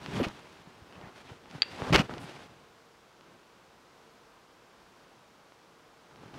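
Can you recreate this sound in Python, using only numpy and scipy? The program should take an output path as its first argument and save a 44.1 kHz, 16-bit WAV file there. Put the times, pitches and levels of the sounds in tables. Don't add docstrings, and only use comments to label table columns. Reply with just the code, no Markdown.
import sys
import numpy as np
from scipy import signal
from scipy.fft import rfft, irfft, next_fast_len
from scipy.io import wavfile
from scipy.ndimage import uniform_filter1d

SR = 44100
rng = np.random.default_rng(int(sys.argv[2]) if len(sys.argv) > 2 else 0)


def put_to_file(sound):
    columns = np.atleast_2d(sound).T
    safe = np.clip(columns, -1, 1)
    whole_steps = np.round(safe * 32767)
    wavfile.write(sys.argv[1], SR, whole_steps.astype(np.int16))


N = 281534
T = np.arange(N) / SR

# freq_hz, gain_db
RUMBLE_EQ = [(20, -25), (58, -8), (90, -1.5), (130, 0.5), (240, -2.5), (380, -5), (600, -21.5), (1500, -44),
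             (8000, -100)]
# freq_hz, gain_db
CLICK_EQ = [(60, -22), (300, 2), (900, 4.5), (3000, 3), (5000, 0), (8000, -19.5), (16000, -36)]


def undb(db):
    return 10 ** (np.asarray(db) / 20)


def unit(x):
    return x / np.sqrt(np.mean(x ** 2) + 1e-20)


def colour(x, points, tilt_db=0):
    size = next_fast_len(len(x) + 4096)
    size += size % 2
    octave = np.log2(np.maximum(np.fft.rfftfreq(size, 1 / SR), 1) / 1000)
    hz, db = np.transpose(points)
    gain_db = np.interp(octave, np.log2(hz / 1000), db) + tilt_db * np.maximum(octave, -1)
    cepstrum = irfft(np.log(undb(gain_db)))
    cepstrum[1:size // 2] *= 2
    cepstrum[size // 2 + 1:] = 0
    return irfft(rfft(x, size) * np.exp(rfft(cepstrum)))[:len(x)]


def add(out, start_s, x):
    i = max(int(start_s * SR), 0)
    out[i:i + len(x)] += x[:max(N - i, 0)]


def wander(rate_hz):
    hold = max(int(SR / rate_hz), 1)
    steps = np.repeat(rng.standard_normal(N // hold + 1), hold)
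    return unit(uniform_filter1d(steps, hold)[:N])


def envelope(times, db, fade_s):
    inside_s = np.minimum(T - times[0], times[-1] - T)
    return undb(np.interp(T, times, db)) * np.clip(1 + inside_s / fade_s, 0, 1)


def friction(slips_per_s, spread_db, hiss):
    slips = (rng.random(N) < slips_per_s / SR) * rng.choice([-1, 1], N)
    sizes = undb(spread_db * np.minimum(rng.exponential(size=N), 4))
    return unit(unit(slips * sizes) + hiss * rng.standard_normal(N))


def housing(x):
    # freq_hz, width_hz, gain_db
    resonances = [(676, 240, -20), (1305, 200, -2.5), (2510, 200, -8), (2910, 260, -1)]
    return x + sum(undb(db) * signal.lfilter(*signal.iirpeak(hz, hz / width, fs=SR), x)
                   for hz, width, db in resonances)


def room_tone(air_db=-59, waver_db=2.5, drift_rad=0.58):
    # freq_hz, gain_db
    air_eq = [(20, -18), (45, -7), (90, -7.5), (160, -1.5), (260, -3.5), (420, -2), (700, -3.5),
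              (1000, -2.5), (1500, -6), (1750, -10), (3000, -13), (5500, -17.5), (9000, -26.5),
              (15800, -34.5)]
    # pitch_hz, level_db
    partials = [(349.9, -75.5), (462.8, -72.5), (857, -91), (1561.5, -81)]
    air = unit(colour(rng.standard_normal(N), air_eq)) * undb(air_db + 0.36 * wander(4.67))
    hum = 0
    for hz, db in partials:
        amplitude = np.sqrt(2) * undb(db + waver_db * wander(3.11))
        hum += amplitude * np.sin(2 * np.pi * hz * T + drift_rad * wander(1.964))
    return air + hum


def cloth_rustle(gather_db=-8, ease_db=-7, crackle_db=-14.5):
    # start_s, peak_s, end_s, level_db, relative_hiss_db, relative_rumble_db
    pulls = [(0, 0.064, 0.1, -47, -2.5, 0.5), (0.089, 0.187, 0.21, -39.5, -4, 4),
             (0.22, .275, 0.31, -45, -6.5, -3.5), (0.274, 0.313, 0.62, -53.5, -2.5, -1),
             (0.634, 0.66, 1.25, -58.5, -5.5, -2), (.93, 1.04, 1.106, -50, -14, -0.5),
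             (1.153, 1.185, 1.24, -55.5, -1.5, -6), (1.236, 1.298, 1.37, -52, -4.5, -5),
             (1.38, 1.472, 1.5, -60, -5, 0), (1.502, 1.55, 1.63, -49.5, -5, -1),
             (1.657, 1.75, 2.07, -47, -4, -4.5), (1.79, 1.898, 1.93, -38, -8.5, -5),
             (2.002, 2.02, 2.065, -45.5, -8.5, 3.5), (2.088, 2.1, 2.235, -43, -9, 1.5),
             (2.21, 2.27, 2.463, -49.5, -2.5, -3.5), (2.4, 2.424, 2.65, -57.5, -6, -1.5),
             (3.19, 3.31, 3.37, -63, -6, 0.5), (6.108, 6.256, 6.45, -55.5, -10, 1),
             (6.338, 6.36, 6.47, -49, -6, 1)]
    # freq_hz, gain_db
    body_eq = [(100, -32), (250, 1), (450, -1), (600, -1), (830, 0), (1100, -3.5), (1400, -4.5),
               (1900, -11), (2600, -20), (5000, -49), (12000, -87)]
    # freq_hz, gain_db
    hiss_eq = [(900, -26.5), (1600, -0.5), (2100, 0.5), (3000, 0), (3700, -2.5), (5000, -7.5), (7000, -14),
               (10000, -20), (13000, -29), (16000, -34.5)]
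    body_gain, hiss_gain, rumble_gain = 0, 0, 0
    for start, peak, end, db, hiss_db, rumble_db in pulls:
        times = np.sort([start, peak, end])
        swell_db = db + np.array([gather_db, 0, ease_db])
        pull = envelope(times, swell_db, fade_s=0.01)
        body_gain = np.hypot(body_gain, pull)
        hiss_gain = np.hypot(hiss_gain, envelope(times, swell_db + hiss_db, fade_s=0.025))
        rumble_gain = np.hypot(rumble_gain, pull * undb(rumble_db))
    flutter = undb(1.57 * wander(90))
    body = unit(flutter * colour(friction(slips_per_s=2000, spread_db=4, hiss=0.78), body_eq))
    hiss = unit(flutter * colour(friction(slips_per_s=5200, spread_db=5, hiss=1.9), hiss_eq))
    rumble = unit(flutter * colour(rng.standard_normal(N), RUMBLE_EQ))
    small_folds = housing(friction(slips_per_s=36, spread_db=3, hiss=0))
    crackle = undb(crackle_db) * unit(colour(small_folds, CLICK_EQ, tilt_db=-6.5))
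    return body_gain * (body + crackle) + hiss_gain * hiss + rumble_gain * rumble


def dry_clicks():
    # start_s, peak_db, tilt_db_per_octave
    clicks = [(0.0617, -22, -1.5), (.2855, -33, 7.5), (0.9254, -35.5, -4), (1.0133, -35, -4),
              (1.458, -36, -7.5), (1.512, -33.5, 1), (1.82, -19, -8.5), (1.96, -2, 1.5),
              (2.0952, -25, -9.5), (2.139, -30, 1), (2.182, -28.5, 1), (3.21, -39.5, 0), (5.522, -39, -6),
              (6.16, -38, -2.5), (6.342, -36, -4)]
    out = np.zeros(N)
    impulse = housing(signal.unit_impulse(SR // 20))
    for start, db, tilt_db in clicks:
        click = colour(impulse, CLICK_EQ, tilt_db)
        add(out, start, undb(db) * click / np.abs(click).max())
    return out


def housing_bumps():
    # start_s, level_db, pitch_hz, attack_cycles
    bumps = [(0.084, -29.5, 162, 0.44), (.199, -21.5, 473, 1.4), (.214, -21.5, 255, 1.5),
             (.267, -22, 190, 0.17), (.67, -44.5, 170, 0.85), (.815, -47, 85, .7), (1.034, -43, 132, 0.83),
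             (1.313, -40, 109, 0.63), (1.549, -36, 142, 0.81), (1.821, -28, 123, 0.4),
             (1.903, -20.5, 132, 0.67), (1.922, -15, 193, 0.33), (1.93, -24, 61, 0.96),
             (1.997, -14, 194, 0.48), (2.232, -38, 156, 1.7)]
    out, t = np.zeros(N), T[:SR // 10]
    for start, db, hz, attack_cycles in bumps:
        age = t * hz / attack_cycles
        swell = (age * np.exp(1 - age)) ** 2
        add(out, start, -undb(db) * swell * np.sin(2 * np.pi * hz * t))
    return out


def capsule_scrapes(grip_db=-5.5, slack_db=-11, peak_share=0.41):
    # start_s, length_s, level_db, relative_rumble_db, tilt_db_per_octave
    drags = [(0.196, 0.033, -31.5, 2.5, -2.5), (.231, .031, -30.5, -15, 1.5), (0.271, 0.021, -41.5, 2, 0),
             (1.927, .021, -21, 1, 2), (1.944, .024, -15, -12.5, 1.5), (1.973, 0.048, -25, -1.5, 2)]
    # freq_hz, gain_db
    rasp_eq = [(200, -11), (400, 7), (700, 3.5), (1000, 2), (1550, -5), (2000, -2.5), (2900, -6),
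               (3600, -11.5), (5000, -15), (7500, -26.5), (11000, -37), (16000, -45)]
    slips = housing(friction(slips_per_s=6000, spread_db=2.5, hiss=0.92))
    rumble = colour(rng.standard_normal(N), RUMBLE_EQ)
    out = np.zeros(N)
    for start, length, db, rumble_db, tilt_db in drags:
        times = start + length * np.array([0, peak_share, 1])
        pressure = envelope(times, [db + grip_db, db, db + slack_db], fade_s=0.0026)
        touching = pressure > 0
        rasp = unit(colour(slips[touching], rasp_eq, tilt_db))
        out[touching] += pressure[touching] * (rasp + undb(rumble_db) * unit(rumble[touching]))
    return out


def squeaks_and_swish():
    # start_s, end_s, centre_hz, filter_width_hz, level_db
    rubs = [(.205, 0.23, 10800, 400, -67), (.2, .218, 12050, 450, -66.5), (.94, 0.96, 2700, 840, -59.5),
            (1.03, 1.064, 1870, 759.3, -58), (1.28, 1.3, 2570, 1400, -57), (2.21, 2.242, 8700, 5500, -64)]
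    out = np.zeros(N)
    for start, end, hz, width, db in rubs:
        band = signal.iirpeak(hz, hz / width, fs=SR)
        rub = signal.lfilter(*band, signal.lfilter(*band, rng.standard_normal(N)))
        out += unit(rub) * envelope([start, end], [db, db], fade_s=0.022)
    return out


def bottle_knock(start_s=1.62, gain_db=-3.5, attack_s=0.00018,
                 reverb_db=-19, reverb_t60_s=0.43, predelay_s=0.013):
    # pitch_hz, relative_db, t60_s
    glass_modes = [(2250, -20.5, .004), (2737, -18, .013), (2710, -52, .3), (2790, -51, .35),
                   (3410, -11, .0064), (3980, 1, .00301), (4630, 0, .0105), (4690, -49, .55),
                   (6900, -12.5, .013), (9500, -20, .011)]
    # freq_hz, gain_db
    contact_eq = [(200, 8), (1300, 1.5), (2300, 4), (4700, -0.5), (5200, -22), (6200, -16.5), (9500, -21),
                  (16000, -23)]
    # delay_s, gain_db
    echoes = [(.0082, -13.5), (0.0106, -13)]
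    out, t = np.zeros(N), T[:SR // 2]
    modes = sum(undb(db - 60 * t / t60) * np.sin(2 * np.pi * hz * t) for hz, db, t60 in glass_modes)
    attack = 1 - np.exp(-t / attack_s)
    ring = colour(modes * attack, contact_eq) * undb(gain_db)
    add(out, start_s, ring)
    dull_ring = colour(ring, [(300, -1), (1500, 9.5), (2800, -2), (4600, -7), (9000, -1)])
    for delay, db in echoes:
        add(out, start_s + delay, undb(db) * dull_ring)
    walls = rng.standard_normal(len(t)) * undb(-60 * t / reverb_t60_s)
    tail = signal.fftconvolve(dull_ring, walls / np.linalg.norm(walls))
    add(out, start_s + predelay_s, undb(reverb_db) * tail)
    return out


def scene():
    bed = room_tone()
    clothing = cloth_rustle() + squeaks_and_swish() + capsule_scrapes() + housing_bumps()
    return (bed + clothing + dry_clicks() + bottle_knock())[None]


def record(dry, low_cut_hz=25, high_cut_hz=15750):
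    low_cut = signal.butter(2, low_cut_hz, "high", fs=SR, output="sos")
    high_cut = signal.ellip(10, 0.1, 70, high_cut_hz, fs=SR, output="sos")
    return signal.sosfilt(high_cut, signal.sosfilt(low_cut, dry))


dry = scene()
out = record(dry)
put_to_file(out)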